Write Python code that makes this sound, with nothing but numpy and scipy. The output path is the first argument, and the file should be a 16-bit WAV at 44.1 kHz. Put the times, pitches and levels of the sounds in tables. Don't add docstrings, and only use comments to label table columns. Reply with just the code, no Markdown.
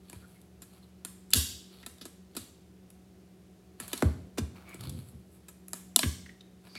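import sys
import numpy as np
from scipy import signal
from scipy.fft import rfft, irfft, next_fast_len
from scipy.io import wavfile
from scipy.ndimage import uniform_filter1d, minimum_filter1d

SR = 44100
rng = np.random.default_rng(int(sys.argv[2]) if len(sys.argv) > 2 else 0)


def wrap_up_sound(samples):
    columns = np.atleast_2d(samples).T
    tamed = np.clip(columns, -1, 1)
    steps = np.round(tamed * 32767).astype(np.int16)
    wavfile.write(sys.argv[1], SR, steps)


N = 298993
TIME = np.arange(N) / SR


def from_db(db):
    return 10 ** (np.asarray(db) / 20)


def rms_one(x):
    return x / np.sqrt(np.mean(x ** 2) + 1e-20)


def unit_blow(x):
    return x / np.sqrt(np.sum(x ** 2) * 100 / SR + 1e-20)


def at_hz(points, hz, axis=1):
    table = np.array(points)
    return np.interp(np.log(np.maximum(hz, 1)), np.log(table[:, 0]), table[:, axis])


def band(x, hz, kind, order=2):
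    sections = signal.butter(order, np.minimum(hz, .45 * SR), kind, fs=SR, output="sos")
    return signal.sosfilt(sections, x)


def coloured(x, spectrum):
    size = next_fast_len(N)
    gain = from_db(at_hz(spectrum, np.fft.rfftfreq(size, 1 / SR)))
    return rms_one(irfft(rfft(x, size) * gain, size)[:N])


def drift(rate):
    knots = rng.standard_normal(int(N / SR * rate) + 4)
    return rms_one(np.interp(TIME * rate, np.arange(len(knots)), knots))


def add(track, s, sound):
    start = int(s * SR)
    track[start:start + len(sound)] += sound[:max(N - start, 0)]


def ring(force, modes, vary_db, detune, size=4096):
    force = np.pad(force, (0, size - len(force))) + 1e-18
    out = 0
    for (hz, db, t60), (strength, shift) in zip(modes, rng.standard_normal((len(modes), 2))):
        radius = from_db(-60 / (t60 * SR))
        angle = 2 * np.pi * hz * (1 + detune * shift) / SR
        mode = signal.lfilter([1, 0, -1], [1, -2 * radius * np.cos(angle), radius * radius], force)
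        out = from_db(db + vary_db * strength) * mode - out
    return unit_blow(out)


def chatter(length_s, first=1.8, size=1024):
    touches = rng.standard_normal(size) * (rng.random(size) < .3)
    force = touches * np.exp(-np.arange(size) / (SR * length_s))
    force[0] += first
    return force


def sent_around(x, spread_s=.007, count=60):
    hz = np.fft.rfftfreq(len(x), 1 / SR)
    delay_s = np.interp(hz, np.linspace(0, SR / 2, count), spread_s * rng.random(count))
    phase = 2 * np.pi * np.cumsum(delay_s) * hz[1]
    return irfft(rfft(x) * np.exp(-1j * phase), len(x))


BOARD_ROOM_DB = 0
CLOSE_FROM_S, CLOSE_UNTIL_S, CLOSE_ROOM_DB = 5.9, 6.02, -11


def room_share():
    close = (TIME > CLOSE_FROM_S) & (TIME < CLOSE_UNTIL_S)
    return from_db(np.where(close, CLOSE_ROOM_DB, BOARD_ROOM_DB))


# (time [s], chatter decay [s], deck level [dB], trucks level [dB],
# wheels level [dB], slab thud level [dB]); the thud is played by slab()
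BOARD_CONTACTS = [(0.0982, 0.0011, -59.5, -59.5, -50, -55), (0.13, 0.0037, -52, -66, -52.5, -50.5),
                  (0.415, 0.002, -84, -70.5, -63, -67), (0.6196, 0.01, -58.5, -57.5, -48.5, -57),
                  (1.0491, 0.0026, -48.5, -47.5, -38, -51), (1.3054, 0.0014, -62, -66, -47, -82),
                  (1.3129, 0.003, -76, -56, -51, -85), (1.3342, 0.00082, -31.5, -21, -32.5, -51),
                  (1.3362, 0.00035, -34.5, -17, -14, -46), (1.829, 0.0026, -58.5, -59.5, -65, -58),
                  (1.8628, 0.004, -49, -46.5, -43, -50), (1.983, 0.002, -69.5, -62, -65, -77),
                  (2.012, 0.011, -55.5, -46.5, -53.5, -51), (2.0534, 0.007, -52.5, -52, -46.5, -45.5),
                  (2.351, 0.0078, -55.5, -60, -55, -50.5), (2.366, 0.0097, -45.5, -42, -37, -39),
                  (2.903, 0.0022, -69.5, -69, -57.5, -76), (3.8002, 0.0054, -44, -55, -39, -45.5),
                  (3.8798, 0.0042, -55.5, -63, -44.5, -68), (3.931, 0.0034, -39.5, -37, -35, -36),
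                  (3.977, 0.0023, -67, -50, -44.5, -84), (4.692, 0.0024, -63, -73, -56.5, -54),
                  (4.744, 0.0013, -75, -61, -50.5, -47), (4.8086, 0.0022, -56.5, -55, -51, -65),
                  (4.895, 0.0034, -61, -51.5, -46, -59), (5.4837, 0.0066, -56, -59, -49, -64.5),
                  (5.683, 0.0011, -62, -68, -47.5, -66.5), (5.7327, 0.0017, -44.5, -46, -35.5, -49.5),
                  (5.9611, 0.00041, -30, -13, -12.5, -38), (5.9625, 0.00049, -29, -21, -10.5, -27.5),
                  (5.9914, 0.002, -31.5, -26, -26.5, -52), (6.67, 0.0018, -59, -64.5, -76.5, -75),
                  (6.753, 0.0013, -51, -51, -57.5, -53)]
# (frequency [Hz], relative level [dB], t60 [s])
DECK_MODES = [(653, 0.5, 0.043), (1012.5, -5, 0.045), (1307, 1.5, 0.039), (1720, -3.5, .025),
              (2200, 1.5, 0.013), (2500, 3.5, 0.018)]
TRUCK_MODES = [(2870, -10.5, 0.033), (3580, -1.5, 0.012), (3995, 4.5, 0.015), (4480, -3, 0.0055),
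               (4450, 2, 0.012), (4920, -6, 0.0082), (6090, 0, 0.0077)]
WHEEL_MODES = [(6650, -0.5, 0.0083), (7790, -1.5, 0.0084), (7440, -1, .008), (9335, -4.5, 0.004),
               (9960, -4, 0.016), (10420, 4, 0.0037), (12300, -2.5, 0.0035), (11760, 0, 0.0097),
               (14300, -7, 0.0022), (15130, -4.5, .004)]


def board(crack_db=-4.0, ring_share_db=-8.5, size=4096):
    ahead, around = np.zeros((2, N))
    click = signal.unit_impulse(size)
    parts = [(DECK_MODES, [750, 2750]), (TRUCK_MODES, [2800, 6100]), (WHEEL_MODES, [6500, 12500])]
    cracks = [(-1) ** k * unit_blow(band(click, edges_hz, "band")) for k, (_, edges_hz) in enumerate(parts)]
    for s, decay_s, deck_db, trucks_db, wheels_db, _ in BOARD_CONTACTS:
        force = chatter(decay_s)
        for (modes, edges_hz), crack, db in zip(parts, cracks, (deck_db, trucks_db, wheels_db)):
            rung = ring(force, modes, vary_db=1.5, detune=0.026)
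            rung = unit_blow(band(rung, edges_hz, "band", order=1))
            cracked = unit_blow(signal.fftconvolve(force, crack)[:size])
            near = unit_blow(rung + from_db(crack_db) * cracked)
            far = unit_blow(crack + from_db(ring_share_db) * near)
            add(ahead, s, from_db(db) * near)
            add(around, s, from_db(db) * sent_around(far))
    return ahead, around * room_share()


# (time [s], puff decay [s], smack pitch [Hz], smack level [dB],
# sting level [dB], slab thud level [dB]); the thud is played by slab()
HAND_SLAPS = [(4.0228, 0.0015, 1250, -29.5, -37, -21), (4.3735, 0.0057, 1500, -47, -50, -46),
              (4.3805, 0.0067, 1593, -40, -35, -28), (6.031, 0.0028, 2086, -29.5, -39.5, -31.5)]


def hand(rise_s=0.0027, size=2048):
    out, t = np.zeros(N), np.arange(size) / SR
    for s, decay_s, hz, smack_db, sting_db, _ in HAND_SLAPS:
        puff = rng.standard_normal(size) * (1 - np.exp(-t / rise_s)) * np.exp(-t / decay_s)
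        smack = band(puff, [hz / 1.83, hz * 1.68], "band")
        sting = band(band(puff, [2200, 7500], "band", order=1), 13600, "low")
        add(out, s, from_db(smack_db) * unit_blow(smack))
        add(out, s, from_db(sting_db) * unit_blow(sting))
    return out


# (frequency [Hz], relative level [dB], t60 [s])
SLAB_MODES = [(231, -13.5, .05), (305, 0.5, 0.0074), (700, -6, 0.02)]


def slab():
    out = np.zeros(N)
    for row in BOARD_CONTACTS + HAND_SLAPS:
        s, thud_db = row[0], row[-1]
        thud = ring(np.ones(1), SLAB_MODES, vary_db=3.0, detune=0.018)
        add(out, s, from_db(thud_db) * unit_blow(band(thud, [170, 400], "band")))
    return out


# (time [s], level [dB])
COUNTER_BOOMS = [(0.1176, -44), (1.331, -21), (1.8614, -51), (2.367, -47), (3.798, -47), (4.016, -16),
                 (4.38, -26.5), (5.105, -43), (6.026, -22.5)]
# (frequency [Hz], relative level [dB], t60 [s])
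CABINET_MODES = [(76, 1.5, 0.17), (108.5, -11.5, .14), (166, -23, 0.026)]


def cabinet(swell_s=0.028, scatter_db=-8.0):
    out, t = np.zeros(N), np.arange(8192) / SR
    for s, db in COUNTER_BOOMS:
        push = ring(np.ones(1), CABINET_MODES, vary_db=3.5, detune=0.01, size=16384)
        add(out, s + swell_s, from_db(db) * unit_blow(band(push, [55, 200], "band")))
        rebounds = rng.standard_normal(len(t)) * t * np.exp(-t / 0.019)
        add(out, s, from_db(db + scatter_db) * unit_blow(band(rebounds, [55, 260], "band")))
    return out


def counter(lag_s=.0062, corner_hz=330):
    size = next_fast_len(N + SR)
    hz = np.fft.rfftfreq(size, 1 / SR)
    phase = lag_s * 2 * np.pi * corner_hz * np.arctan(hz / corner_hz)
    return irfft(rfft(slab() + cabinet(), size) * np.exp(-1j * phase), size)[:N]


def swell(s, length_s, attack_s, release_s):
    before, after = np.maximum(s - TIME, 0), np.maximum(TIME - s - length_s, 0)
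    return np.exp(-(before / attack_s) ** 2 - after / release_s)


# (time [s], length [s], rub level [dB],
# rasp level [dB], hiss level [dB]); levels come before the slide trim
SLIDE_STROKES = [(0.09, 0.054, -69, -66, -68), (0.284, 0.078, -75, -78, -69.5), (0.687, .14, -71, -74, -74),
                 (1.725, 0.13, -68, -63, -69), (2.398, 0.033, -74, -58.5, -71),
                 (3.86, 0.16, -55.5, -54, -56), (4.602, 0.14, -53.5, -67, -84),
                 (4.833, .11, -60, -57.5, -62), (5.028, 0.058, -79.5, -89, -64.5),
                 (5.336, .02, -76.5, -84.5, -68), (6.703, .09, -60, -64.5, -66.5)]
# (frequency [Hz], relative level per Hz [dB])
RUB_COLOUR = [(450, -7.5), (650, 2), (870, -2), (1300, 0.5), (1850, -11), (2250, -2.5), (2600, -7),
              (3200, -21.5)]
RASP_COLOUR = [(2200, -20), (3100, 1), (3700, 1.5), (4450, 5), (5400, -13), (6500, -32), (9000, -29)]
HISS_COLOUR = [(4000, -34), (6000, -46), (7700, 3), (8800, -2), (10600, 6.5), (12500, 0), (14000, -8.5),
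               (16000, -24)]
STROKE_ATTACK_S, STROKE_RELEASE_S = 0.052, 0.066
GRIT_PER_S, GRIT_DB = 69, 18


def sliding(grain_db=3.5, uneven_db=3.0, slide_db=-2.5):
    grit = from_db(GRIT_DB) * (rng.random(N) < GRIT_PER_S / SR)
    pressure = from_db(grain_db * drift(700) + uneven_db * drift(46))
    slips = rng.standard_normal(N) * (1 + grit) * pressure
    textures = np.array([coloured(slips, colour) for colour in (RUB_COLOUR, RASP_COLOUR, HISS_COLOUR)])
    friction = np.zeros(N)
    for s, length_s, *levels_db in SLIDE_STROKES:
        envelope = swell(s, length_s, STROKE_ATTACK_S, STROKE_RELEASE_S)
        friction += envelope * (from_db(levels_db) @ textures)
    return from_db(slide_db) * friction


# (time [s], length [s], level [dB])
ARM_JUDDERS = [(4.888, 0.097, -40.5), (5.153, 0.017, -52)]
# (frequency [Hz], relative level per Hz [dB])
JUDDER_SPECTRUM = [(29, -39.5), (50, -22), (75, -2.5), (130, 0.5), (204, -8.5), (236, -10.5), (441, -24.5),
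                   (476, -45), (500, -17), (650, -43), (1100, -120)]
JUDDER_ATTACK_SHARE, JUDDER_RELEASE_S = 0.87, 0.03


def arm_judder():
    drag = np.zeros(N)
    for s, length_s, db in ARM_JUDDERS:
        drag += from_db(db) * swell(s, length_s, JUDDER_ATTACK_SHARE * length_s, JUDDER_RELEASE_S)
    return drag * coloured(rng.standard_normal(N), JUDDER_SPECTRUM)


# (time [s], length [s], pitch [Hz], level [dB])
FINGER_SQUEAKS = [(0.212, 0.051, 1400, -63.5), (0.342, 0.048, 2120, -73), (0.822, 0.029, 4070, -68),
                  (1.32, 0.03, 2970, -45), (1.83, 0.013, 1960, -56.5), (4.638, 0.15, 2266, -58),
                  (6.259, 0.01, 1922, -51), (6.29, .01, 1940, -50), (6.407, 0.0073, 3670, -52),
                  (6.679, 0.094, 4700, -63), (6.744, 0.056, 2280, -50.5), (6.743, 0.045, 4470, -51.5)]


def squeaks(width=0.022, settle_cycles=0.46):
    out = np.zeros(N)
    noises = rng.standard_normal((len(FINGER_SQUEAKS), SR // 4))
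    for (s, length_s, hz, db), slips in zip(FINGER_SQUEAKS, noises):
        window = signal.windows.tukey(max(int(length_s * SR), 8), .7)
        spread = 1 + width + settle_cycles / (length_s * hz)
        tone = band(slips, [hz / spread, hz * spread], "band", order=1)[-len(window):]
        add(out, s, from_db(db) * rms_one(tone * window))
    return out


# (frequency [Hz], level before the wet trim [dB], t60 [s])
KITCHEN_TAIL = [(58.7, -14, 0.64), (150, -3.5, 0.72), (294.2, -7.5, 0.65), (700, -7, 0.61),
                (1487, -6, 0.44), (3240, -6.5, 0.66), (5200, -7, 0.61), (8000, -4.5, .52),
                (12000, -6.5, 0.33), (16000, -11, 0.55)]


def kitchen(direct, thrown, echo_s=0.0084, echo_db=-12.0, build_s=0.011, wet_db=-1.5):
    t, edges = np.arange(SR) / SR, np.geomspace(45, 18000, 18)
    white, response = rng.standard_normal((2, SR)), np.zeros(SR)
    for k, (low, high) in enumerate(zip(edges, edges[1:])):
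        hz = np.sqrt(low * high)
        build_up = 1 - np.exp(-(t / build_s) ** 2)
        decay = from_db(-60 * t / at_hz(KITCHEN_TAIL, hz, axis=2)) * build_up
        tail = band(white[k % 2], [low, high], "band") * decay / np.linalg.norm(decay)
        response += from_db(wet_db + at_hz(KITCHEN_TAIL, hz)) * tail
    delayed = TIME - round(echo_s * SR) / SR
    echo = from_db(echo_db) * np.interp(delayed, TIME, direct * room_share())
    return direct + echo + signal.fftconvolve(thrown, response)[:N]


# (frequency [Hz], mean rms level [dB])
FRIDGE_TONES = [(75.4, -65.5), (119, -71), (184.8, -58.5), (323, -70.5), (371.4, -72), (737.5, -79.5)]


def refrigerator(waver_db=1.63, waver_phase=0.56):
    hum = np.zeros(N)
    for hz, db in FRIDGE_TONES:
        level = from_db(db + waver_db * drift(5.8))
        hum += level * np.sin(2 * np.pi * hz * TIME + waver_phase * drift(3.7))
    return np.sqrt(2) * hum


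# (frequency [Hz], relative level per Hz [dB])
AIR_COLOUR = [(18, -83), (30, -50.5), (64, -9.5), (124, -14), (149, -26), (165, -7), (189, -7), (215, -16),
              (345, -18), (374, -12), (461, -20.5), (740, -26.5), (866, -31.5), (12000, -42), (16000, -49)]


def room_air(air_db=-59.5):
    return from_db(air_db) * coloured(rng.standard_normal(N), AIR_COLOUR)


def scene(palm_room_db=-3.5, rub_room_db=-2.0):
    ahead, around = board()
    blows = hand() + counter()
    rubs = sliding() + arm_judder() + squeaks()
    direct = ahead + blows + rubs
    thrown = around + from_db(palm_room_db) * blows + from_db(rub_room_db) * rubs
    mono = kitchen(direct, thrown) + refrigerator() + room_air()
    return np.array([mono, mono])


def limiter(x, ceiling_db=-2.0, release_db_per_s=220):
    over = np.maximum(20 * np.log10(np.abs(x).max(axis=0) + 1e-9) - ceiling_db, 0)
    ramp = release_db_per_s * TIME
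    held = np.maximum.accumulate(over + ramp) - ramp
    return x * from_db(uniform_filter1d(minimum_filter1d(-held, size=45), size=45))


def record(dry, cutoff_hz=16200):
    limited = limiter(band(dry, 52, "high", order=6))
    top_cut = signal.ellip(10, .1, 90, cutoff_hz, fs=SR, output="sos")
    return signal.sosfilt(top_cut, limited)


dry = scene()
out = record(dry)
wrap_up_sound(out)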